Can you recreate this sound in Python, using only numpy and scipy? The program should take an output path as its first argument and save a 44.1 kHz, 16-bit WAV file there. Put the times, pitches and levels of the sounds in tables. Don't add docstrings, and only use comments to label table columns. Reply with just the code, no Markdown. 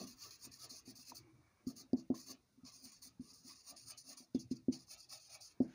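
import sys
import numpy as np
from scipy import signal
from scipy.fft import rfft, irfft, next_fast_len
from scipy.io import wavfile
from scipy.ndimage import uniform_filter1d

SR = 44100
rng = np.random.default_rng(int(sys.argv[2]) if len(sys.argv) > 2 else 0)


def decibels_to_gain(level_db):
    exponent = np.asarray(level_db, float) / 20
    return 10 ** exponent


def wav_record(signal):
    frames = np.transpose(np.atleast_2d(signal))
    bounded = np.clip(frames, -1, 1)
    quanta = np.round(bounded * 32767).astype(np.int16)
    wavfile.write(sys.argv[1], SR, quanta)


N = 253303
SECONDS = np.arange(N) / SR
SILENT_DB = -120

# pitch_hz, level_db (per Hz)
RUB_SPECTRUM = [(1760, -53), (3000, -9), (3270, -32), (3710, -26), (3900, -11), (4230, -2.5), (4560, 1),
                (5150, -1), (5680, -3.5), (6280, -2), (6680, -2), (7040, -8.5), (7840, -33), (8000, -45),
                (10400, -56.5), (17600, -120)]
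RUB_STEP_HZ = 4100


def noise():
    return rng.standard_normal(N)


def rms_one(x):
    return x / np.sqrt(np.mean(x ** 2) + 1e-20)


def follow(curve):
    return np.interp(SECONDS, *np.transpose(curve))


def colour(x, spectrum, top_hz=15650, step_hz=0):
    hz, db = np.transpose(spectrum)
    size = next_fast_len(N)
    grid = np.maximum(np.arange(size // 2 + 1) * SR / size, 1)
    level_db = np.interp(np.log(grid), np.log(hz), db, left=SILENT_DB, right=SILENT_DB)
    gain = decibels_to_gain(level_db) * (grid < top_hz)
    gain[grid < step_hz] *= decibels_to_gain(-13)
    return rms_one(irfft(rfft(x, size) * gain, size)[:N])


def resonate(x, peaks):
    out = 0
    for k, (hz, width, db) in enumerate(peaks):
        r = np.exp(-np.pi * width / SR)
        poles = [1, -2 * r * np.cos(2 * np.pi * hz / SR), r * r]
        out = out + (-1) ** k * decibels_to_gain(db) * signal.lfilter([1 - r * r, 0, r * r - 1], poles, x)
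    return rms_one(out)


def resonate_twice(x, peaks):
    return resonate(resonate(x, peaks), peaks)


def drift(rate_hz):
    every = 64 // 2
    r = np.exp(-2 * every * np.pi * rate_hz / SR)
    draws = rng.standard_normal(N // every + 2002)
    slow = signal.lfilter([1], [1, -2 * r, r * r], draws)[2000:]
    return np.interp(np.arange(N) / every, np.arange(len(slow)), rms_one(slow))


def decay(t, hz, t60):
    return np.sin(2 * np.pi * hz * t) * decibels_to_gain(-60 * t / t60)


def patchy(x, patchy_db, size):
    cells = signal.stft(x, nperseg=1024)[2]
    field = uniform_filter1d(rng.standard_normal(cells.shape), size=2, axis=0)
    field = uniform_filter1d(field, size=size, axis=1)
    return rms_one(signal.istft(cells * decibels_to_gain(patchy_db * rms_one(field)), nperseg=1024)[1][:N])


def events_db(start_s, length_s, first_db, last_db, rise, fall):
    out = np.full(N, float(SILENT_DB))
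    for s, length, first, last in zip(start_s, length_s, first_db, last_db):
        near = slice(max(int(s * SR) - SR // 2, 0), int(s * SR) + SR)
        u, length = SECONDS[near] - s, max(length, 1 / SR)
        db = first + (last - first) * np.clip(u / length, 0, 1)
        db += rise * np.minimum(u, 0) - fall * np.maximum(u - length, 0)
        out[near] = np.maximum(out[near], db)
    return out


def reach():
    return np.clip((SECONDS - 2.3) / 0.5, 0, 1)


def slips(per_s, spread_db, stutter_db):
    born = rng.random(N) < per_s / SR
    sizes = decibels_to_gain(spread_db * np.minimum(rng.exponential(1, N), 5)) * rng.choice([-1, 1], N)
    return born * sizes * decibels_to_gain(stutter_db * drift(200))


def sliding_sheen(grains, rub_db):
    # pitch_hz, level_db (per Hz)
    near_lines = [(4590, -43), (7400, -22), (8000, -19), (8650, -5), (9150, -1.5), (9850, -7), (10500, -2),
                  (11000, -4), (11350, -11), (11900, -6), (12900, -18), (14000, -11), (14500, -6),
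                  (15300, 2), (15600, -3)]
    far_lines = [(4590, -60), (8000, -24), (8400, -14), (8850, -2), (9200, 0), (9700, -3), (10100, -13),
                 (10850, -7), (11300, -12), (12200, -26), (13300, -34), (13900, -21), (14350, -10),
                 (15150, -5), (15600, -9)]
    # start_s, pitch_hz
    swing = [(0.0, 8960), (0.08, 9200), (0.59, 9100), (0.83, 9150), (0.94, 8840), (1.58, 9000),
             (1.62, 9300), (2.13, 9200), (2.19, 9120), (2.86, 9170), (2.92, 8850), (3.21, 9300),
             (3.25, 9200), (4.34, 9150), (4.44, 9600), (4.5, 8800), (4.56, 9250), (5.55, 9180)]
    # start_s, level_db
    top_tilt = [(0, 2.5), (.2, 1.5), (.45, 0), (.75, -2), (1.1, -2), (1.75, 0), (2.2, -2), (2.68, -2),
                (2.77, 0.5), (2.86, 4), (2.96, -0.5), (3.05, 1), (3.26, -7.5), (3.36, -1), (3.48, -1.5),
                (3.59, -1), (3.69, -1.5), (3.8, -5), (3.9, -2), (4.0, -4), (4.1, 0.5), (4.2, -2),
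                (4.41, -2), (4.75, -2), (4.82, -2.5), (4.92, 2), (5.02, -6), (5.13, -2.5), (5.24, -4),
                (5.34, 0), (5.45, -4)]
    rest_hz = 9180
    hz, s, cells = signal.stft(grains, SR, nperseg=512)
    at = np.minimum((s * SR).astype(int), N - 1)
    slide = np.interp(s, *np.transpose(swing)) / rest_hz - 1
    slides_here = np.clip((13000 - hz) / 2500, 0, 1)
    seen = np.log(np.maximum(hz, 1))[:, None] - np.outer(slides_here, slide)

    def level_db(lines):
        pitch_hz, db = np.transpose(lines)
        return np.interp(seen, np.log(pitch_hz), db, left=SILENT_DB, right=SILENT_DB)

    near, far = level_db(near_lines), level_db(far_lines)
    db = near + reach()[at] * (far + 2.5 - near)
    broad = uniform_filter1d(rng.standard_normal(cells.shape), size=9, axis=0)
    db += 1.5 * rms_one(uniform_filter1d(broad, size=9, axis=1))
    top = hz > 13200
    db += np.outer(top, np.interp(s, *np.transpose(top_tilt)))
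    firm = np.clip(rub_db[at] + 55.5, -14, 6)
    db += np.outer(np.where(top, 0.17, 0.14), firm)
    return signal.istft(cells * decibels_to_gain(db), nperseg=512)[1][:N]


def strokes():
    # start_s, length_s, bite_db, lift_db, grip_db (passed to the barrel, relative)
    first_word = [(0.0, 0.049, -55, -59.5, -8.5), (0.072, 0.065, -57.5, -65.5, -8.5),
                  (0.157, 0.071, -76.5, -53.5, -11), (0.236, 0.06, -53.5, -62.5, -6.5),
                  (0.309, 0.05, -57.5, -62.5, -10), (0.385, 0.067, -76, -51.5, -13.5),
                  (0.519, 0.053, -61, -63.5, -13.5), (0.589, 0.06, -63.5, -53, -11),
                  (0.698, 0.095, -56.5, -58, -14.5), (0.857, 0.052, -66, -59.5, -10.5),
                  (0.957, 0.074, -60.5, -62.5, -14), (1.051, 0.05, -67.5, -54.5, -12.5),
                  (1.151, 0.031, -58, -58, -16)]
    second_word = [(1.674, 0.037, -59.5, -61.5, -14.5), (1.765, 0.048, -59, -58, -16),
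                   (1.971, 0.029, -69, -62, -18), (2.148, 0.049, -61.5, -62, -8.5),
                   (2.2, 0.072, -58.5, -71.5, -21), (2.264, 0.054, -61, -54, -12.5)]
    third_word = [(2.652, 0.017, -63.5, -62, -9), (2.666, 0.034, -56.5, -60, -9.5),
                  (2.719, 0.046, -64.5, -60, -17.5), (2.752, 0.091, -64, -70.5, -20),
                  (2.825, 0.029, -66.5, -54.5, -21), (2.853, 0.052, -60, -66.5, -8.5),
                  (2.92, 0.075, -61, -73.5, -13), (3.024, 0.054, -57, -61.5, -15),
                  (3.207, 0.11, -76.5, -63.5, -11), (3.335, 0.085, -61.5, -72.5, -17),
                  (3.434, 0.052, -71.5, -57.5, -15), (3.492, 0.042, -57, -61, -9),
                  (3.55, 0.062, -64, -66, -16), (3.63, 0.041, -73.5, -61, -14.5),
                  (3.667, 0.039, -59.5, -53.5, -13), (3.767, 0.11, -57.5, -71, -14.5),
                  (3.858, 0.031, -66.5, -53, -15.5), (3.888, 0.021, -61.5, -51, -8.5),
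                  (3.98, 0.044, -54, -67, -20.5), (4.042, 0.057, -69.5, -56.5, -14.5),
                  (4.1, 0.03, -59.5, -58.5, -8.5), (4.175, 0.067, -56, -71, -11.5)]
    fourth_word = [(4.352, 0.0038, -61, -64, -5.5), (4.396, 0.025, -58.5, -60.5, -17.5),
                   (4.515, 0.0104, -56.5, -60, -12.5), (4.556, 0.013, -68.5, -64.5, -19),
                   (4.727, 0.047, -53.5, -62, -9.5), (4.79, 0.043, -63.5, -65.5, -15),
                   (4.868, 0.048, -75.5, -53, -16), (4.905, 0.033, -60, -54, -9),
                   (4.974, 0.034, -66.5, -58, -17), (5.011, 0.034, -64, -64.5, -15),
                   (5.095, 0.042, -62.5, -52, -12.5), (5.128, 0.052, -53.5, -63, -6.5),
                   (5.2, 0.079, -64.5, -64, -12.5), (5.296, 0.057, -63, -55.5, -8),
                   (5.411, 0.069, -58.5, -60, -15.5), (5.458, 0.064, -64, -69, -8),
                   (5.622, 0.039, -71, -80, -28), (5.679, 0.092, -81, -73.5, 2)]
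    # start_s, level_db (against the rub)
    tilt = [(0.0, -13.5), (.1, -6.5), (.25, -8.5), (.34, -9.5), (.45, -4), (.55, -6), (.63, -6.5),
            (.75, -10), (.89, -4), (1.0, -5.5), (1.09, -5), (1.2, -1), (1.8, -6.5), (1.99, -15),
            (2.199, -4.5), (2.3, -6.5), (2.7, -12.5), (2.78, -6), (2.86, -5), (2.96, -11), (3.05, -3),
            (3.25, -1.5), (3.36, -5.5), (3.47, -5), (3.55, -10), (3.69, -4.5), (3.8, -5), (3.9, -4.5),
            (4.0, -6), (4.1, -5.5), (4.25, -5), (4.5, -11), (4.75, -11), (4.82, -9), (4.92, -6), (5.02, -8),
            (5.13, -4.5), (5.24, -9), (5.34, -6), (5.45, -6.5), (5.6, -10)]
    # pitch_hz, width_hz, level_db, change_db (as the grip slides up)
    barrel = [(1165, 190, 0.5, -10), (1264, 120, -8.5, 0.5), (1824, 320, -8, -4.5), (2042, 300, -5.5, -4.5),
              (2230, 230, -7, 4), (2515, 161, -4, -1), (2638, 340, -2.5, 0.5), (3745, 1200, 0, -0.5),
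              (1618, 1050, -5.5, -5.5), (1060, 230, -16.5, 6)]
    words = first_word + second_word + third_word + fourth_word
    s, length, bite_db, lift_db, grip_db = np.transpose(words)
    bite = 2205.5
    rub_db = events_db(s, length, bite_db, lift_db, bite, 702)
    pen_db = events_db(s, length, bite_db + grip_db, lift_db + grip_db + 0.5, bite, 240)
    echo_db = events_db(s, length, bite_db - 18, lift_db - 18, bite, 298)
    sheen_db = events_db(s, length, bite_db, lift_db, bite, 899.5) + follow(tilt)

    grains = slips(per_s=15000, spread_db=1.5, stutter_db=1.0)
    rub = patchy(colour(grains, RUB_SPECTRUM, step_hz=RUB_STEP_HZ), patchy_db=3.6, size=5)
    sheen = patchy(sliding_sheen(grains, rub_db), patchy_db=4.5, size=5) * decibels_to_gain(sheen_db - 0.5)
    later = np.clip((SECONDS - 3.1) / 2.5, 0, 1)
    pen = 0
    for hz, width, db, change_db in barrel:
        pen = pen + resonate_twice(grains, [(hz, width, db)]) * decibels_to_gain(db + change_db * later)
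    pen = patchy(pen, patchy_db=6.0, size=5)
    return (decibels_to_gain(rub_db) + decibels_to_gain(echo_db)) * rub + sheen + decibels_to_gain(pen_db) * pen


def shaking():
    # start_s, panel_db, hollow_db, wall_db
    nudges = [(0.0, -40, -54, -62.5), (.262, -83, -71.5, -69.5), (0.475, -62.5, -73.5, -68.5),
              (0.654, -94, -68, -70), (.74, -74, -73.5, -72.5), (0.899, -58, -71, -66.5),
              (1.126, -63, -69.5, -71.5), (1.22, -76, -99, -67.5), (1.29, -88, -103, -79),
              (1.379, -76, -92, -67), (1.71, -56.5, -69.5, -73), (1.77, -62.5, -78.5, -73),
              (1.811, -62, -74.5, -82), (1.901, -85, -85, -79), (2.24, -63.5, -91, -79),
              (2.312, -59, -66, -72.5), (2.39, -77, -100, -86.5), (2.681, -84, -72, -75.5),
              (2.76, -75, -86, -81), (2.853, -65.5, -73, -100), (3.068, -73, -79, -75.5),
              (3.28, -72, -91, -95), (3.47, -64, -79, -82), (3.728, -67, -62.5, -100),
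              (3.87, -77, -95, -68.5), (3.922, -76.5, -68, -90), (4.106, -63.5, -66.5, -99),
              (4.226, -70, -74.5, -100), (4.46, -103, -85, -61), (4.62, -97, -97, -71),
              (4.74, -89, -65.5, -72), (4.81, -81, -82, -75), (4.931, -79.5, -71.5, -94),
              (4.969, -88, -71.5, -93), (5.141, -78, -62.5, -75.5), (5.17, -90, -72, -90),
              (5.311, -88, -69, -80), (5.36, -100, -64, -74), (5.4, -93, -69.5, -94)]
    # rise_db_per_s, fall_db_per_s
    nudge_shapes = [(290, 201.5), (433, 328), (151, 107)]
    # pitch_hz, width_hz, level_db
    panel_ring = [(189, 102, -9), (261.2, 26, -0.5), (339.5, 41, -8.5)]
    wall_ring = [(69.5, 53, -5), (127.7, 21, 1.5)]
    first_bay = [(588, 190, 4), (715, 205, 5)]
    last_bay = [(605, 92, 2), (812, 104, 0.5)]
    low_bay = [(376, 210, 0)]
    s, *bodies = np.transpose(nudges)
    panel_db, hollow_db, wall_db = [events_db(s, 0 * s, db, db, rise, fall)
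                                    for db, (rise, fall) in zip(bodies, nudge_shapes)]
    panel = resonate_twice(noise(), panel_ring) * decibels_to_gain(panel_db)
    moved = np.clip((SECONDS - 4.5) / 0.3, 0, 1)
    hollow = (1 - moved) * resonate_twice(noise(), first_bay)
    hollow += moved * resonate_twice(noise(), last_bay)
    hollow *= decibels_to_gain(hollow_db)
    hollow += (1 - reach()) * resonate_twice(noise(), low_bay) * decibels_to_gain(hollow_db + 1.0)
    wall = resonate_twice(noise(), wall_ring) * decibels_to_gain(wall_db)
    return panel + hollow + wall


def room():
    # pitch_hz, level_db (per Hz)
    air_spectrum = [(25, -14), (60, 3), (120, 0.5), (300, -2.5), (500, -9.5), (1000, -13), (2000, -17),
                    (2700, -18.5), (3200, -30), (3600, -44)]
    hiss_spectrum = [(1880, -43), (3200, -17), (3560, -9.5), (3940, -8.5), (6400, -7), (7660, -18.5),
                     (9440, -10), (12300, -21.5), (16000, -43.5), (22000, -120)]
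    # start_s, level_db
    stir = [(0, 1), (1.2, -3), (1.6, -0.5), (2.45, -4), (2.8, -2.2), (3.6, -3), (4.3, -4), (4.8, -3),
            (5.1, -5), (5.45, -3), (5.74, 5.5)]
    air = decibels_to_gain(-75.5 + follow(stir)) * patchy(colour(noise(), air_spectrum), patchy_db=4.0, size=6)
    hiss = decibels_to_gain(-85) * colour(noise(), hiss_spectrum, top_hz=12400)
    whine_spectrum = [(14500, -18), (14750, 1.0), (15050, 4), (15250, -10.0)]
    whine = decibels_to_gain(-94.5) * colour(noise(), whine_spectrum)
    return air + hiss + whine


def snags():
    # start_s, level_db (peak)
    jerks = [(0.4444, -51), (0.539, -37.5), (0.6415, -38), (0.706, -36), (1.0949, -49), (1.1684, -36),
             (2.143, -63), (2.2707, -58), (2.6624, -41), (3.975, -45), (4.099, -42.5), (4.3915, -49),
             (4.902, -55)]
    half = SR // 200
    width_s = 0.0023
    shape, t = np.zeros(N), np.arange(-half, half) / SR
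    for s, db in jerks:
        at = max(round(s * SR), half) - half
        shape[at:at + len(t)] += decibels_to_gain(db - 16.5) * np.exp(-.5 * ((t - width_s) / width_s) ** 2)
    return shape * colour(noise(), RUB_SPECTRUM, step_hz=RUB_STEP_HZ)


def taps():
    # start_s, level_db, contact_ms, knock_db (relative), tick_db (relative)
    landings = [(0.71, -53, 4, -23, -2), (0.467, -56.5, 3.4, -65, -58), (0.874, -46, 3, -60, -60),
                (2.854, -52.5, 6.2, -63, -60), (3.056, -61, 3.5, -61, -58), (3.069, -56, 2.3, -63, -58),
                (3.32, -57.5, 5.9, -63, -60), (3.446, -52.5, 5.8, -67, -56), (3.724, -51.5, 6.3, -63, -60),
                (4.201, -51, 3.3, -60, -60), (0.985, -51.5, 5.9, -27, -5), (1.6661, -28, 4.65, -64, -26),
                (1.93, -18.5, 2.9, -36, -26.5), (2.0995, -20.6, 2.82, -32.5, -43),
                (2.573, -57, 4.1, -73, -60), (2.58, -57.5, 5.1, -43, -31), (2.63, -43, 6.3, -58, -60),
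                (2.641, -48.5, 6.7, -60, -21), (3.1933, -33.5, 5.75, -62, -46),
                (3.239, -63, 6.5, -74.5, -60), (4.3455, -22, 3.14, -42, -21),
                (4.5096, -25.9, 4.04, -54, -46), (4.6812, -19.5, 3.17, -47, -63),
                (5.601, -17, 2.83, -34, -38.5)]
    # pitch_hz, level_db, t60_s, sense (first swing out +1, in -1)
    board_modes = [(59.1, -26.9, .12, -1), (80.1, -24.8, .092, -1), (150.5, -33.5, .3, -1),
                   (186.8, -38, .46, -1), (223.5, -19.6, .18, -1), (246.5, -4.4, .044, 1),
                   (250.4, -18.1, .214, 1), (260.8, -17.9, .187, 1), (280, -16.1, .081, -1),
                   (324.7, -24, .224, 1), (340.3, -26.5, .114, 1), (351.8, -6.3, .019, -1),
                   (520.8, -16.8, .016, -1), (681.6, -26, .05, 1)]
    # pitch_hz, level_db, t60_s
    knock_modes = [(444, -3.5, 0.076), (616, -2, 0.04), (713, 6, 0.07), (870, -1.5, 0.016)]
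    nib_modes = [(2740, -15.5, .008), (4780, 5.5, 0.019), (5280, -4.5, 0.0096), (6300, -7, 0.0097),
                 (9100, -7, 0.0081), (10500, -17, 0.0047)]
    # pitch_hz, width_hz, level_db
    after_ring = [(128, 40, 0), (204, 60, 1), (262, 77, -1.5), (327, 48, 1), (448, 130, -6.5)]
    out, t = np.zeros(N + SR), np.arange(SR // 2) / SR
    ring = resonate_twice(noise(), after_ring)
    bright = resonate_twice(noise(), [(3380, 350, -13.5), (4730, 600, 4.0), (6400, 460, 3.5)])
    woody = resonate(noise(), [(553, 95, 3.0), (765, 760, -1.0)])
    felt = signal.butter(4, 670, fs=SR, output="sos")
    board = sum(sense * decibels_to_gain(db) * decay(t, hz, t60) for hz, db, t60, sense in board_modes)
    late, snap = np.maximum(t - 0.001, 0), np.maximum(t - 0.0022, 0)
    onset = np.clip(late / 0.0013, 0, 1)
    struck_knock = sum(decibels_to_gain(db) * decay(late, hz, t60) for hz, db, t60 in knock_modes)
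    struck_nib = sum(decibels_to_gain(db) * decay(snap, hz, t60) for hz, db, t60 in nib_modes)
    struck_nib = np.clip(snap / 0.0004, 0, 1) * struck_nib
    ring_fade = decibels_to_gain(-26.5 - 60 * t / 0.25) * np.clip(t / 0.017, 0, 1) ** 2

    for s, db, contact_ms, knock_db, tick_db in landings:
        at = round(s * SR)
        contact = contact_ms * SR / 1000
        u = np.arange(int(contact)) / contact
        push = np.sin(2 * np.pi * u) * np.sin(np.pi * u)
        thud = signal.fftconvolve(board, push)[:len(t)] * 4 / len(u)
        thud[:len(u)] += decibels_to_gain(-25.2) * push
        knock = onset ** 2 * decibels_to_gain(knock_db + 6.0) * struck_knock
        knock += onset ** 2 * decibels_to_gain(knock_db + 3.0 - 60 * t / 0.27) * np.resize(woody[at:], len(t))
        tick = onset * decibels_to_gain(tick_db - 11.0 - 60 * t / 0.022) * np.resize(bright[at:], len(t))
        tick += decibels_to_gain(tick_db - 9.0) * struck_nib
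        tail = ring_fade * np.resize(ring[at:], len(t))
        out[at:at + len(t)] += decibels_to_gain(db) * (signal.sosfilt(felt, thud + knock) + tick + tail)
    return out[:N]


def pen_click():
    # start_s, level_db (peak), pitch_hz, t60_s
    clicks = [
        (1.119, -37, 946, 0.019),
        (2.141, -48.5, 1056, 0.044),
        (4.353, -57.5, 3500, 0.054),
        (4.379, -63, 3360, 0.05),
        (4.882, -67, 1100, 0.032),
    ]
    out, t = np.zeros(N), np.arange(SR // 10) / SR
    for s, db, hz, t60 in clicks:
        at = round(s * SR)
        out[at:at + len(t)] += decibels_to_gain(db) * np.clip(t / 0.0018, 0, 1) ** 2 * decay(t, hz, t60)
    return out


def cloth_and_creak():
    # start_s, length_s, first_db, last_db
    sleeve = [
        (1.18, 0.44, -80.5, -83.5),
    ]
    cuff = [
        (5.65, 0.1, -79.5, -73),
    ]
    brush = resonate(noise(), [(1080, 230, -3.5), (2294, 88, -1)]) * decibels_to_gain(3.0 * drift(10))
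    brush *= decibels_to_gain(events_db(*np.transpose(sleeve), 300, 280))
    drag = resonate(noise(), [(1540, 270, 6.0), (2264, 290, -2.0)])
    drag *= decibels_to_gain(events_db(*np.transpose(cuff), 300, 300))
    creak = resonate_twice(noise(), [(314.5, 53, 0)])
    creak *= decibels_to_gain(events_db([1.2], [.2], [-68], [-76], 220, 200))
    return brush + drag + creak


def scene():
    writing = strokes() + shaking() + room() + snags()
    return (writing + taps() + pen_click() + cloth_and_creak())[None]


def top_cut(x):
    return signal.sosfilt(signal.butter(12, 16170, fs=SR, output="sos"), x)


def record(dry):
    bass_cut = signal.butter(2, 38, "high", fs=SR, output="sos")
    return top_cut(signal.sosfilt(bass_cut, dry))


dry = scene()
out = record(dry)
wav_record(out)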